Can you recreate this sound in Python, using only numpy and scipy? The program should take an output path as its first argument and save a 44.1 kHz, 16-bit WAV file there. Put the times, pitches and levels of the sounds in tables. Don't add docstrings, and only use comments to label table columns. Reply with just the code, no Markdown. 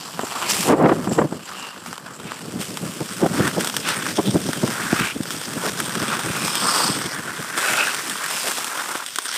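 import sys
import numpy as np
from scipy import signal
from scipy.fft import rfft, irfft, next_fast_len
from scipy.io import wavfile

SR = 44100
rng = np.random.default_rng(int(sys.argv[2]) if len(sys.argv) > 2 else 0)


def transcribe(u):
    v = np.clip(np.atleast_2d(u).T, -1, 1)
    q = np.round(v * 32767).astype(np.int16)
    wavfile.write(sys.argv[1], SR, q)


N = 413216
TIME_S = np.arange(N) / SR

# t/s, level/dB
BREEZE_LEVEL = [(0, -46), (0.55, -37), (0.82, -24), (1.15, -29.5), (1.4, -46), (2.05, -46.5), (2.55, -35),
                (3.15, -37), (3.45, -25.5), (3.82, -39), (4.4, -26), (4.8, -37), (5.3, -39.5), (5.6, -31.5),
                (6.9, -34.5), (7.5, -41.5), (8.5, -49.5), (9.37, -62)]
# f/Hz, relative density/dB
BREEZE_SPECTRUM = [(25, -23), (50, -28.5), (100, -9), (170, 1), (300, -4), (600, -12), (1200, -33),
                   (3000, -62)]
# t/s, crest rms/dB, length/s, upper edge/Hz
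EDDIES = [(0.236, -19, 0.0099, 603), (0.702, -8, 0.055, 920), (0.73, -6.5, 0.021, 780),
          (0.811, -12.5, 0.075, 855), (0.844, -4, 0.02, 710), (0.86, -7.5, 0.022, 1010),
          (0.895, -10, 0.017, 1330), (0.919, -6, 0.015, 940), (1.075, -10, 0.0045, 890),
          (1.118, -15.5, 0.013, 405), (1.190, -2.5, 0.012, 860), (1.218, -10, 0.013, 855),
          (1.246, -15, 0.022, 460), (1.324, -19, 0.012, 790), (2.557, -22.5, 0.028, 340),
          (2.833, -22, 0.037, 357), (3.013, -18, 0.019, 515), (3.234, -7.5, 0.029, 606),
          (3.263, -9, 0.0094, 860), (3.4, -11, 0.022, 393), (3.579, -14.5, 0.028, 600),
          (4.189, -9, 0.017, 870), (4.283, -11, 0.021, 308), (4.344, -9, 0.0066, 251),
          (4.358, -6, 0.013, 396.6), (4.49, -13, 0.0096, 419.8), (4.638, -8.5, 0.014, 487),
          (4.93, -5.5, 0.0081, 483), (5.01, -19, 0.038, 280), (5.163, -20.5, 0.018, 397.5),
          (5.206, -13.5, 0.0055, 367), (6.302, -18, 0.0093, 300), (6.9, -16, 0.013, 397)]
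# nominal f/Hz, width/Hz, share/dB
BOOT_MODES = [(317, 320, -7.5), (570, 470, -10), (947, 294, -5.5), (1322, 496, 3), (1730, 540, -5)]
EDGE_MODES = [(1400, 510, 0.5), (2570, 560, 4.5), (3580, 840, 1.5), (4500, 2100, -1.5)]
BLADE_MODES = [(3350, 640, 0), (5290, 1320, 0.5), (8520, 830, 0), (12100, 760, -16.5), (14000, 660, -13)]
# t/s, frequency
BOOT_RATIO = [(0.4, 0.82), (1.6, 0.95), (3.5, 1), (4.0, 1.12), (4.8, 1.05), (5.95, 1.046), (6.8, 0.9),
              (7.05, 1.12), (8.2, 1.1), (8.8, 0.93), (9.3, 1.17)]
BLADE_RATIO = [(2.0, 0.897), (3.8, 1.003), (6.8, 0.988), (9.2, 1.01)]
# f/Hz, relative density/dB
POWDER_SPECTRUM = [(100, -33), (400, -7.5), (1500, -1.5), (2150, 2), (2700, 3.5), (3500, 0), (4200, -1),
                   (5300, 2), (6500, -0.5), (7500, 3), (9200, 2.5), (10800, -4.5), (12200, -4),
                   (14600, -11)]
# start/s, end/s, first f/Hz, last f/Hz, width/Hz, level/dB
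SLIP_TONES = [(0.483, 0.527, 5500, 5470, 900, -22.5), (1.07, 1.225, 7450, 7600, 450, -35),
              (1.509, 1.73, 2840, 2800, 130, -39), (3.377, 3.496, 1350, 1600, 450, -27),
              (4.68, 5.087, 1510, 1440, 380, -27), (4.938, 5.13, 2300, 2650, 750, -28),
              (5.617, 5.7, 504, 490, 300, -26.5), (5.8, 6.54, 1480, 1400, 380, -34),
              (6.221, 6.53, 2450, 2520, 350, -34), (6.52, 6.94, 4650, 4650, 400, -28.5),
              (6.36, 6.96, 5250, 5130, 260, -29.5), (6.55, 6.906, 1090, 1230, 420, -27.5),
              (6.359, 6.993, 8430, 8360, 520, -29), (7.55, 7.9, 1490, 1430, 220, -25.5),
              (7.568, 7.925, 2570, 2600, 45, -31), (7.57, 7.89, 650, 720, 250, -31),
              (7.68, 7.92, 2250, 2750, 500, -27.5), (8.022, 8.135, 395, 180, 80, -30.5),
              (8.161, 8.298, 1450, 1300, 550, -28.5), (8.248, 8.46, 5650, 4800, 260, -36),
              (8.427, 8.5, 484, 484, 350, -27), (8.62, 9.05, 1400, 1220, 620, -29.5)]
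# t/s, relative level/dB, brightness/dB
STRIKES = [(0.193, -0.5, -24), (0.5094, -8, -5), (1.3937, -25, -12), (1.929, -12.5, -13),
           (1.9794, -15.5, -12), (2.319, -9, -18), (2.772, -10.5, -7.5), (3.477, -6, -8),
           (3.6463, -2.5, -13), (3.673, -6, -5.5), (3.6983, -7.5, -10), (3.7412, -9.5, -14),
           (3.7665, -6, -1.5), (3.8878, -4.5, -7), (4.0652, -4, -20), (4.532, -5, -13), (4.6773, -7.5, -17),
           (4.818, -10, -14), (5.2555, -13, -23), (5.306, -9.5, -9), (5.4149, -12, -11),
           (5.8018, -2.5, -10.5), (5.8944, -12, -12), (5.953, -8, -11), (6.0265, -13, -7),
           (6.1928, -11, -7), (6.4802, -5, -15), (6.5542, -9, -2), (7.015, -8, -16), (7.577, -0.5, -14),
           (7.9462, -12, -4), (8.0974, -16.5, 3.5), (8.1558, -7.5, -21), (8.5832, -7, -13),
           (8.6445, -11.5, -5), (8.953, -4, -26), (9.063, -24, 6), (9.159, -13.5, -1), (9.1861, -1.5, -8.5),
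           (9.2555, -10, -9)]
# t/s, boot level/dB, steel re boot/dB, powder re boot/dB
GLIDE_LEVELS = [(0, -43.5, 1, -0.5), (0.3, -35, -3, -2.5), (0.8, -39.5, -8, -5), (1.05, -37.5, -10, -2.5),
                (1.33, -43, -3, -4.5), (2.1, -42.5, -6, -5.5), (2.85, -42.5, -1, 6), (3.4, -35, -2.5, 0),
                (4.3, -41.5, 4.5, 6), (4.72, -32.5, -7, -0.5), (5.2, -44.5, 1.5, 5), (5.35, -37.5, 0, 0),
                (5.6, -34, -4.5, 0), (6.9, -33, 0.5, -4), (7.25, -33.5, -9, -3.5), (8.0, -31, -7.5, -0.5),
                (8.9, -35, -4.5, 3.5), (9.1, -44, 3.5, 4.5), (9.37, -35, 4.5, -2)]
# t/s, attack/s, boot level/dB, steel re boot/dB
TOUCHDOWNS = [(0.49, .011, -37, 11.5), (1.11, .011, -45.5, 7), (1.825, 0.048, -38.5, -3.5),
              (2.585, 0.028, -44, 8.5), (3.59, 0.014, -29, -2), (3.862, 0.017, -37, 3.5),
              (5.3, 0.021, -39.5, 5), (5.765, 0.023, -33, -2.5), (6.44, 0.014, -31, 1),
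              (7.56, 0.0081, -25.5, -7), (9.32, 0.04, -33.5, 1)]
# start/s, hardest/s, end/s, boot level/dB, skid/0-1, powder re boot/dB
LEANS = [(0.274, 0.48, 0.54, -26, 0.33, -8), (0.418, 0.624, 0.75, -33, 0.15, 9.5),
         (1.395, 1.57, 1.83, -36.5, 0.17, -8.5), (2.217, 2.29, 2.47, -39.5, 0.7, -16),
         (3.27, 3.45, 3.53, -29.5, 0.4, -2.5), (3.816, 3.875, 4.01, -26, 0.74, -17),
         (3.933, 4.103, 4.13, -30, 0.66, -3), (4.712, 4.925, 5.17, -31.5, 0.5, 0),
         (4.876, 5.03, 5.125, -32.5, 1, -2), (5.588, 5.687, 5.7, -30, 0.5, -2),
         (5.89, 6.112, 6.3, -28.5, 0.23, -8), (6.146, 6.41, 7.03, -35, 1, 3.5),
         (6.427, 6.644, 7.46, -29, 0, -14), (6.584, 6.787, 7.01, -26.5, 0, 0),
         (7.546, 7.67, 7.89, -28, 0.9, 1.5), (7.68, 7.84, 7.93, -28, 0.7, -1),
         (8.16, 8.433, 8.7, -34.5, 0.3, 7.5)]


def from_db(db):
    return 10 ** (np.asarray(db) / 20)


def unit_rms(x):
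    return x / np.sqrt(np.mean(x ** 2) + 1e-20)


def curves(rows):
    times_s, *columns = np.transpose(rows)
    return [np.interp(TIME_S, times_s, column) for column in columns]


def butter(x, hz, kind, order=2):
    return signal.sosfilt(signal.butter(order, hz, kind, fs=SR, output="sos"), x)


def drift(rate_hz):
    knots = np.clip(rng.standard_normal(20000), -2.3, 2.3)
    return unit_rms(np.interp(TIME_S * rate_hz, np.arange(len(knots)), knots))


def coloured_noise(spectrum):
    size = next_fast_len(N)
    hz, db = np.transpose(spectrum)
    bins_hz = np.arange(size // 2 + 1) * SR / size
    gain = from_db(np.interp(np.log(bins_hz + 1), np.log(hz), db))
    return unit_rms(irfft(rfft(rng.standard_normal(size)) * gain, size)[:N])


def ring(force, phase_rad, width_hz):
    pole = np.exp(-np.pi * 1.5 * width_hz / SR)
    carrier = np.exp(1j * phase_rad)
    drive = force * rng.standard_normal(len(force)) * carrier.conj()
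    swing = signal.lfilter([1], [1, -2 * pole, pole ** 2], drive + 1e-18)
    return (swing * carrier).real * np.sqrt(2 * (1 - pole ** 2) ** 3 / (1 + pole ** 2))


def driven_modes(force, modes, ratio, waver_db, wander):
    norm = np.sqrt(sum(from_db(db) ** 2 for _, _, db in modes))
    rad_per_hz = 2 * np.pi * np.cumsum(ratio * (1 + wander * drift(13))) / SR
    return sum(from_db(db + waver_db * drift(35)) * ring(force, hz * rad_per_hz, width_hz)
               for hz, width_hz, db in modes) / norm


def struck_modes(modes, ratio, age_s):
    hz, width_hz, db = np.transpose(modes)[:, :, None]
    decay = np.pi * 1.5 * width_hz * age_s
    envelope = from_db(db) * decay * np.exp(1 - decay)
    swing = np.sin(2 * np.pi * (hz * ratio * age_s + rng.random(hz.shape)))
    return np.sum(envelope * swing, axis=0) / np.sqrt(np.sum(from_db(db) ** 2))


def wind(lumpy_db, port_hz, rise_share):
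    breeze_db, = curves(BREEZE_LEVEL)
    out = from_db(breeze_db + lumpy_db * drift(35)) * coloured_noise(BREEZE_SPECTRUM)
    half = SR // 10
    age_s = (np.arange(2 * half) - half) / SR
    for t_s, db, length_s, edge_hz in EDDIES:
        flank_s = length_s * np.where(age_s < 0, rise_share, 1)
        swell = np.exp(-2 * np.abs(age_s / flank_s) ** 1.05)
        swirl = butter(rng.standard_normal(2 * half), 0.42 * edge_hz, "low", order=1)
        swirl = butter(swirl, 1.04 * edge_hz, "low")
        eddy = butter(swirl * swell, port_hz + 0.11 * edge_hz, "high", order=3)
        start = int(t_s * SR) - half
        out[start:start + 2 * half] += from_db(db) * unit_rms(eddy) * np.sqrt(np.mean(swell ** 2))
    return out


def singing(rasp_db, crest_skew):
    out = np.zeros(N)
    slips = unit_rms(from_db(rasp_db * drift(150)))
    for start_s, end_s, first_hz, last_hz, width_hz, db in SLIP_TONES:
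        at = slice(int(start_s * SR), int(end_s * SR))
        size = len(TIME_S[at])
        swell = np.sqrt(np.abs(np.sin(np.pi * np.linspace(0, 1, size) ** crest_skew)))
        phase_rad = 2 * np.pi * np.cumsum(np.linspace(first_hz, last_hz, size)) / SR
        out[at] += ring(from_db(db) * swell * slips[at], phase_rad, width_hz)
    return out


def ticks(boot_ratio, blade_ratio, boot_db, steel_db, max_rebound_s, rebound_db, crack_s, crumbs_s):
    knocks, crack = np.zeros((2, N))
    age_s = TIME_S[:SR // 20]
    fracture = np.exp(-age_s / crack_s) + from_db(-20) * np.exp(-age_s / crumbs_s)
    for t_s, db, bright_db in STRIKES:
        rebound_s = t_s + max_rebound_s * rng.uniform(0.505, 1)
        for touch_s, touch_db in ((t_s, db), (rebound_s, db + rebound_db)):
            start = int(touch_s * SR)
            at = slice(start, start + len(age_s))
            boot = from_db(boot_db) * struck_modes(BOOT_MODES, boot_ratio[start], age_s)
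            steel = from_db(bright_db + steel_db) * struck_modes(BLADE_MODES, blade_ratio[start], age_s)
            knocks[at] += from_db(touch_db) * (boot + steel)
            crack[at] += from_db(touch_db + bright_db) * fracture
    return knocks, crack


def glide():
    boot_db, steel_db, powder_db = curves(GLIDE_LEVELS)
    return from_db([boot_db, boot_db + steel_db, boot_db + powder_db]) ** 2


def landings(decay_s, powder_re_steel_db):
    power = np.zeros((3, N))
    for t_s, attack_s, db, steel_db in TOUCHDOWNS:
        at = slice(int(t_s * SR), int(t_s * SR) + SR)
        age_s = TIME_S[at] - TIME_S[at][0]
        scuff = np.minimum(age_s / attack_s, 1) * np.exp(-np.maximum(age_s - attack_s, 0) / decay_s)
        gains = from_db([db, db + steel_db, db + steel_db + powder_re_steel_db])
        power[:, at] += np.outer(gains, scuff) ** 2
    return power


def strokes(sharpness, pitch_rise, hold_share, steel_db, bite_db):
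    power, bite_power, edge_ratio = np.zeros((3, N)), np.zeros(N), np.ones(N)
    for start_s, hardest_s, end_s, db, skid, powder_db in LEANS:
        at = slice(int(start_s * SR), int(end_s * SR))
        pressure = np.interp(TIME_S[at], [start_s, hardest_s, end_s], [0, 1, 0])
        held = hold_share * skid * (TIME_S[at] > hardest_s)
        swell = from_db(db) ** 2 * np.sin(pressure * np.pi / 2) ** (sharpness * (1 - held))
        shares = [1, (1 - skid) * from_db(steel_db) ** 2, from_db(powder_db) ** 2]
        power[:, at] += np.outer(shares, swell)
        bite_power[at] += skid * from_db(bite_db) ** 2 * swell
        edge_ratio[at] = 1 + pitch_rise * (TIME_S[at] - hardest_s) / (end_s - start_s)
    return power, np.sqrt(bite_power), edge_ratio


def grit(chips_per_s, spread_db, crumble_s, smooth_share):
    sizes = from_db(spread_db * np.minimum(rng.exponential(1, N), 3.5))
    breaks = rng.random(N) < chips_per_s / SR
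    pole = np.exp(-1 / (crumble_s * SR))
    power = signal.lfilter([1], [1, -pole], sizes ** 2 * breaks + 1e-18)
    power = signal.lfilter([1], [1, -pole ** 2], power[::-1])[::-1]
    return np.sqrt(smooth_share + (1 - smooth_share) * power / power.mean())


def skates(even_from_db, shave_share_per_db):
    stroke_power, bite, edge_ratio = strokes(sharpness=2.85, pitch_rise=0.18, hold_share=0.52,
                                             steel_db=-3.5, bite_db=-1.5)
    power = glide() + stroke_power + landings(decay_s=0.05, powder_re_steel_db=4.5)
    boot_db, steel_db, powder_db = 10 * np.log10(power)
    boot_ratio, = curves(BOOT_RATIO)
    blade_ratio, = curves(BLADE_RATIO)
    bumps = from_db(1.26 * drift(110))
    chatter = bumps * grit(chips_per_s=700, spread_db=3.5, crumble_s=0.00088, smooth_share=0.21)
    shaving = grit(chips_per_s=2700, spread_db=7.0, crumble_s=0.00028, smooth_share=0.55)
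    shave_share = np.clip((boot_db - even_from_db) * shave_share_per_db, 0, 0.6)
    contact = np.sqrt((1 - shave_share) * chatter ** 2 + shave_share * shaving ** 2)
    scrape = np.sqrt((contact ** 2 + shaving ** 2) / 2)
    knocks, crack = ticks(boot_ratio, blade_ratio, boot_db=-6.0, steel_db=4.0, max_rebound_s=0.004,
                          rebound_db=-7.5, crack_s=0.001, crumbs_s=0.003)
    boot = driven_modes(from_db(boot_db) * contact, BOOT_MODES, boot_ratio, waver_db=2.0, wander=0.02)
    edge = driven_modes(bite * scrape, EDGE_MODES, edge_ratio, waver_db=3.5, wander=0.02)
    steel = driven_modes(from_db(steel_db) * contact, BLADE_MODES, blade_ratio,
                         waver_db=3.0, wander=0.012)
    powder = (from_db(powder_db) * scrape + from_db(-6.5) * crack) * coloured_noise(POWDER_SPECTRUM)
    return boot + edge + steel + powder + knocks


def scene():
    air = wind(lumpy_db=4.0, port_hz=108, rise_share=0.7)
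    skating = skates(even_from_db=-29.0, shave_share_per_db=1 / 16.5)
    skating += singing(rasp_db=3.5, crest_skew=1.42)
    return (air + butter(skating, 180, "high", order=3))[None]


def record(dry):
    ceiling, low_hz, top_hz = 0.48, 60, 15500
    rounded = dry / (1 + (dry / ceiling) ** 4) ** (1 / 4)
    top_cut = signal.ellip(12, 0.1, 80, top_hz, fs=SR, output="sos")
    return signal.sosfilt(top_cut, butter(rounded, low_hz, "high", order=3))


dry = scene()
out = record(dry)
transcribe(out)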